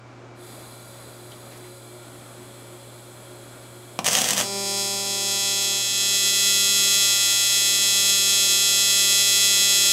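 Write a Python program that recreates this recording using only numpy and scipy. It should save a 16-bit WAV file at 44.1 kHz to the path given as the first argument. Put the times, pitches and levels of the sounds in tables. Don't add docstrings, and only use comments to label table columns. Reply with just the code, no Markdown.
import sys
import numpy as np
from scipy import signal
from scipy.fft import rfft, irfft, next_fast_len
from scipy.io import wavfile
from scipy.ndimage import uniform_filter1d, map_coordinates

SR = 44100
rng = np.random.default_rng(int(sys.argv[2]) if len(sys.argv) > 2 else 0)


def put_to_file(sound):
    columns = np.atleast_2d(sound).T
    safe = np.clip(columns, -1, 1)
    whole_steps = np.round(safe * 32767)
    wavfile.write(sys.argv[1], SR, whole_steps.astype(np.int16))


N = 437472
T = np.arange(N) / SR

ARC_HZ = 198.007
CATCH_S, CATCH_RISE_S = 4.36, 0.086
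MELT_S = 5.8


def amp(db):
    return 10 ** (np.asarray(db) / 20)


def unit(x):
    return x / np.sqrt(np.mean(x ** 2) + 1e-20)


def along(points, hz):
    point_hz, value = np.transpose(points)
    return np.interp(np.log(hz + 1), np.log(point_hz), value)


def curves(rows):
    time_s, *columns = np.transpose(rows)
    return [np.interp(T, time_s, column) for column in columns]


def ramp(start_s, length_s):
    return np.clip((T - start_s) / length_s, 0, 1)


def bumps(rows):
    return sum(db * np.exp(-((T - middle_s) / half_s) ** 2) for middle_s, db, half_s in rows)


def wobble(rate):
    return map_coordinates(rng.standard_normal(int(N * rate / SR) + 4), [T * rate])


def filtered(x, response):
    size = next_fast_len(N + SR // 4)
    return irfft(rfft(x, size) * response(np.fft.rfftfreq(size, 1 / SR)), size)[:N]


def coloured(x, spectrum, size=4096):
    cepstrum = irfft(np.log(amp(along(spectrum, np.fft.rfftfreq(size, 1 / SR)))))
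    cepstrum[1:size // 2] *= 2
    cepstrum[size // 2 + 1:] = 0
    kernel = irfft(np.exp(rfft(cepstrum)))
    return signal.oaconvolve(x, kernel / np.linalg.norm(kernel))[:N]


def resonant_noise(modes, steepness=0.91):
    def response(f):
        power = 0
        for centre, width, db in modes:
            peak = (f * width) ** 2 / ((centre * centre - f * f) ** 2 + (f * width) ** 2)
            power = power + amp(db) ** 2 * peak ** steepness
        return np.sqrt(power)
    return unit(filtered(rng.standard_normal(N), response))


def pulses(times, sizes, order=8):
    at = np.asarray(times)[:, None] * SR
    index = np.floor(at).astype(int) + np.arange(1 - order, order + 1)
    shape = np.sinc(index - at) * np.cos(np.pi * (index - at) / (2 * order)) ** 2
    weighted = shape * np.asarray(sizes)[:, None]
    return np.bincount(np.clip(index, 0, N).ravel(), weighted.ravel(), N + 1)[:N]


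def scattered(x, tail_db, t60):
    decay = amp(-60 * T[:SR // 4] / t60) ** 2
    power = np.abs(signal.oaconvolve(x ** 2, decay / decay.sum())[:N])
    return amp(tail_db) * np.sqrt(power) * rng.standard_normal(N)


def reflected(x, strength):
    # delay_ms, signed gain (times strength)
    echoes = [(0.161, -0.97), (0.246, -0.4), (0.689, -0.64), (1.264, 0.074), (1.492, 0.72), (1.564, 0.21),
              (2.574, -.31), (2.769, 0.21), (2.828, -0.41)]

    def response(f):
        return 1 + strength * sum(gain * np.exp(-2j * np.pi * f * ms * 1e-3) for ms, gain in echoes)
    return filtered(x, response)


def fluttered(x):
    # round_trip_ms, signed gain
    bounces = [(1.299, -0.31), (2.097, 0.14)]

    def response(f):
        product = 1
        for trip_ms, gain in bounces:
            delay = np.exp(-2j * np.pi * f * trip_ms * 1e-3)
            product = product * (gain + delay) / (1 + gain * delay)
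        return product
    return filtered(x, response)


def pool_heat():
    cold_heat, molten_heat = 0.39, 0.87
    return np.interp(T, [CATCH_S, MELT_S], [cold_heat, molten_heat], left=0)


def arc():
    # time_s, relative level_db
    strength = [(4.44, -31.5), (4.79, -25), (5.03, -27.5), (5.43, -22.5), (5.84, -23), (6.19, -20),
                (6.93, -18.5), (7.39, -19.5), (9.92, -17.5)]
    # pitch_hz, relative level_db
    cold_colour = [(100, -23), (1000, -32), (2600, -27), (3300, -19.5), (4300, -3.5), (4750, 3),
                   (5500, -1.5), (6800, -5), (7500, -4.5), (8800, -4.5), (11000, -26), (13300, -22),
                   (15000, -37)]
    hot_colour = [(2000, -27.5), (2550, -11), (2800, -12.5), (3250, -3.5), (3900, -9), (4200, -4.5),
                  (4600, -8), (5400, -4.5), (6500, -1.5), (7500, 0.5), (8000, -10.5), (8800, -20.5),
                  (11000, -10.5), (13300, -16.5), (15200, -45.5)]
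    # pitch_hz, relative level_db (per Hz)
    sizzle_colour = [(100, -32), (600, -17), (1600, -17.5), (2600, -15), (3400, -6.5), (4500, -6.5),
                     (5800, -1.5), (6500, -1), (7900, -4.5), (8700, -6.5), (11000, -8), (12100, -6),
                     (13400, -5), (15000, -16)]
    # middle_s, change_db, half_length_s
    flares = [(5.63, 4, 0.022), (7.218, -1, .008), (9.37, 3, .012)]
    heat = pool_heat()

    snaps = unit(reversals(heat, gap_ms=1.502, jitter_ms=0.002, scatter_db=0.46))
    echoed = fluttered(reflected(snaps, strength=0.78))
    echoed = filtered(echoed, lambda f: np.interp(f, [2400, 2550], [0, 1]))
    buzz = (1 - heat) * coloured(echoed, cold_colour) + heat * coloured(echoed, hot_colour)
    buzz /= np.sqrt(uniform_filter1d(buzz ** 2, size=8820))

    steady_noise = amp(-9.5 + 0.31 * wobble(21)) * rng.standard_normal(N)
    puffs = scattered(snaps, tail_db=-21.5, t60=.002) + steady_noise
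    sizzle = coloured(reflected(puffs, strength=0.2), sizzle_colour)
    sound = buzz + amp(bumps(flares) - 1.0) * sizzle

    treble = filtered(sound, lambda f: np.interp(f, [7800, 9000], [0, 1]))
    treble_db = -1.5 + bumps([(MELT_S, -1.8, 0.49)])
    sound = sound + (amp(treble_db) - 1) * treble

    strength_db, = curves(strength)
    level = ramp(CATCH_S, CATCH_RISE_S) * amp(strength_db - 0.2 + 0.38 * wobble(25))
    return level * sound + thrum(level * heat)


def reversals(heat, gap_ms, jitter_ms, scatter_db):
    cycle_s = np.arange(int(N / SR * ARC_HZ)) / ARC_HZ
    chance = rng.standard_normal((4, len(cycle_s)))
    first_s = cycle_s + jitter_ms * chance[0] * 1e-3
    second_s = cycle_s + (gap_ms + jitter_ms * chance[2]) * 1e-3
    second_size = np.interp(np.interp(cycle_s, T, heat), [0, 1], [-.12, .43])
    first_snaps = pulses(first_s, amp(scatter_db * chance[1]))
    return first_snaps + pulses(second_s, second_size * amp(scatter_db * chance[3]))


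def thrum(molten):
    # multiple of the cycle rate, cold_db (within the thrum),
    # molten_db (against the buzz level times the heat)
    partials = [(1, -10, -29.5), (2, -5.5, -29), (3, -7.5, -30.5), (4, -7.5, -35), (5, -10.5, -43),
                (6, -22, -29.5), (7, -17.5, -23.5), (9, -21, -27.5), (10, -20, -18), (11, -18.5, -28.5),
                (12, -13, -25.5)]
    # middle_s, change_db, half_length_s
    low_swells = [(4.57, 3, .08), (5.42, -4, .07), (5.87, -3, 0.082), (6.7, 3, 0.46), (7.25, -11, 0.23)]
    # pitch_hz, share
    swell_share = [(400, 0.79), (600, .15), (800, -0.32), (1400, -.05)]
    peak_s, peak_db, molten_floor_db = 4.56, -32, -49
    rise_db_per_s, fade_db_per_s, collapse_s = 40, 7, 0.032

    age = T - peak_s
    arch_db = peak_db + np.minimum(rise_db_per_s * age, -fade_db_per_s * age)
    melted = ramp(MELT_S, collapse_s)
    cold_level_db = (1 - melted) * arch_db + melted * molten_floor_db + 0.53 * wobble(15)
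    cold = ramp(CATCH_S, CATCH_RISE_S) * amp(cold_level_db)
    swell_db = bumps(low_swells)
    tone = 0
    for multiple, cold_db, molten_db in partials:
        hz = multiple * ARC_HZ
        level = np.hypot(cold * amp(cold_db), molten * amp(molten_db + 1.2 * wobble(3)))
        level = level * amp(swell_db * along(swell_share, hz))
        tone = tone + level * np.sqrt(2) * np.cos(2 * np.pi * (hz * T + rng.random()))
    return tone


def ignition():
    # time_s, relative level_db
    sparks = [(4.0448, -10), (4.0621, -5), (4.0663, 1), (4.0786, -1), (4.0854, -1.5), (4.131, -3),
              (4.152, 2.5), (4.1694, -6), (4.1869, -5), (4.2173, 0.5), (4.2429, -6), (4.288, -2),
              (4.307, 0.5), (4.3335, -4), (4.379, -3), (4.4023, -9), (4.4121, -9)]
    # pitch_hz, relative level_db (per Hz)
    crack_colour = [(35, -63), (60, -24), (197, -2), (361, -24), (396, -6), (778, -0.5), (937, -12),
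                    (1010, -5.5), (1600, -8), (1970, -1), (2120, -8.5), (3370, 1.5), (3790, -6.5),
                    (6330, 1.5), (15700, -17)]
    thump_colour = [(60, -22), (170, -4), (260, 0), (340, -17), (600, -4), (1100, -5), (2000, -12),
                    (3500, -14), (8000, -19.5), (15000, -34)]

    time_s, level_db = np.transpose(sparks)
    cracks = pulses(time_s, -amp(level_db + 2.5))
    caught = np.interp(time_s, T, ramp(CATCH_S, CATCH_RISE_S))
    thumps = pulses(time_s, -amp(-10 + 0.56 * level_db + 20 * caught)) + lone_pop(length_ms=0.47)
    small = sputter(spread_db=7.5)
    sharp = cracks + scattered(cracks, tail_db=1.5, t60=0.021)
    sharp = sharp + small + scattered(small, tail_db=2.0, t60=0.014)
    dull = thumps + amp(-11.0) * small
    dull = dull + scattered(dull, tail_db=-1.5, t60=0.026)
    return coloured(reflected(sharp, strength=0.064), crack_colour) + coloured(dull, thump_colour)


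def lone_pop(length_ms):
    # time_s, relative level_db
    pop = (3.990, -3.5)
    time_s, level_db = pop
    return pulses([time_s, time_s + length_ms * 1e-3], amp(level_db + 3) * np.array([.7, -1]))


def sputter(spread_db, count=210):
    # start_s, length_s, relative level_db
    flurries = [(4.044, 0.051, -22), (4.11, 0.1, -19), (4.234, 0.081, -20.5), (4.329, .015, -22),
                (4.361, .05, -19.5)]
    fade_db_per_s = 330

    place, size = rng.random((2, count))
    start, end = flurries[0][0], CATCH_S + CATCH_RISE_S
    times = start + (end - start) * (np.arange(count) + place) / count
    levels = []
    for start_s, length_s, level_db in flurries:
        fade_db = fade_db_per_s * np.maximum(T - start_s - length_s, 0)
        levels.append((T >= start_s) * amp(level_db - fade_db))
    return pulses(times, -amp(spread_db * size + 6.5)) * np.max(levels, axis=0)


def gas():
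    # pitch_hz, width_hz (about), relative level_db
    cup_away = [(3470, 240, -1.5), (4070, 150, 1.5), (4700, 210, -2.5), (6980, 440, -4), (7900, 250, -2.5),
                (8450, 300, -2.5), (9250, 250, -12), (10050, 200, -4.5), (10740, 160, 0.5),
                (11600, 400, -6), (13100, 1200, -10)]
    cup_near = [(3370, 360, -0.5), (4180, 210, 0), (4860, 300, -9), (6550, 400, -9.5), (7100, 250, -3.5),
                (7780, 300, 0.5), (8450, 400, -2.5), (10240, 250, -4), (10940, 540, -3.5), (12500, 300, -9),
                (13400, 900, -12)]
    # start_s, end_s
    torch_move = (1.6, 2.1)
    open_s, rise_s = .345, 0.14
    surge_db, surge_decay_s = 4, 0.41
    flow_db, heated_db = -50, 9

    surge = np.exp(-np.maximum(T - open_s, 0) / surge_decay_s)
    flow = ramp(open_s, rise_s) * amp(flow_db + surge_db * surge + heated_db * pool_heat())
    moved = np.interp(T, torch_move, [0, 1])
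    hiss = np.sqrt(1 - moved) * resonant_noise(cup_away) + np.sqrt(moved) * resonant_noise(cup_near)
    tilt = [(1000, -6), (3300, -2.0), (13500, 0.0), (15500, -5.0)]  # (Hz, dB)
    return flow * unit(coloured(reflected(hiss, strength=0.14), tilt))


def touches():
    # start_s, level_db (at the start), pitch_hz, width_hz (about),
    # t60_s (time to fall by 60 dB)
    contacts = [(1.317, -50, 5200, 2500, .05), (1.317, -41, 3200, 110, .09), (1.514, -48, 2000, 1500, 0.31),
                (1.574, -44, 7000, 3500, .04), (1.64, -50, 1900, 900, .35)]
    sound = 0
    for start_s, level_db, hz, width_hz, t60_s in contacts:
        fade = (T >= start_s) * amp(-60 * np.abs(T - start_s) / t60_s)
        sound = sound + amp(level_db) * fade * resonant_noise([(hz, width_hz, 0)])
    return sound


def machine():
    # pitch_hz, level_db (rms), unsteadiness
    hum = [(120.1, -48.5, 0.037), (359.5, -51.5, 1), (425, -63.5, 0.54), (553, -56.5, 1),
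           (611, -61.5, 0.83), (723, -73.5, .6), (1397, -64.5, 0.84), (2270, -76, .4), (2290, -75.5, 0.27),
           (2316, -66, 0.33)]
    # pitch_hz, relative level_db (per Hz)
    fan_colour = [(25, -15), (55, -8), (85, -5.5), (160, -5), (260, 2.5), (450, -2.5), (620, -1),
                  (950, -5.5), (1400, -6), (1700, -11.5), (2350, -13), (3000, -18.5), (7000, -24),
                  (15000, -54)]
    tones = 0
    for hz, level_db, unsteadiness in hum:
        drift = 1 + unsteadiness * (wobble(12) + 1j * wobble(12))
        tones = tones + amp(level_db) * unit(np.real(drift * np.exp(2j * np.pi * hz * T)))
    air = coloured(rng.standard_normal(N), fan_colour)
    return tones + amp(-47.5 + 0.97 * wobble(5)) * air


def shop(x):
    # pitch_hz, t60_s (time to fall by 60 dB)
    decay_times = [(200, 0.47), (2000, 0.2), (12000, 0.18)]
    hz, t, noise = signal.stft(rng.standard_normal(SR // 2), SR, nperseg=256)
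    fading = noise * amp(-60 * t / along(decay_times, hz)[:, None])
    tail = signal.istft(fading, SR, nperseg=256)[1]
    return signal.oaconvolve(x, tail / np.linalg.norm(tail))[:N]


def scene():
    sparks = ignition()
    return (arc() + sparks + amp(-8) * shop(sparks) + gas() + touches() + machine())[None]


def record(dry):
    ceiling, top_hz = .86, 15750
    rounded = dry[0] / (1 + np.abs(dry[0] / ceiling) ** 6) ** (1 / 6)
    return filtered(rounded, lambda hz: hz < top_hz)[None]


dry = scene()
out = record(dry)
put_to_file(out)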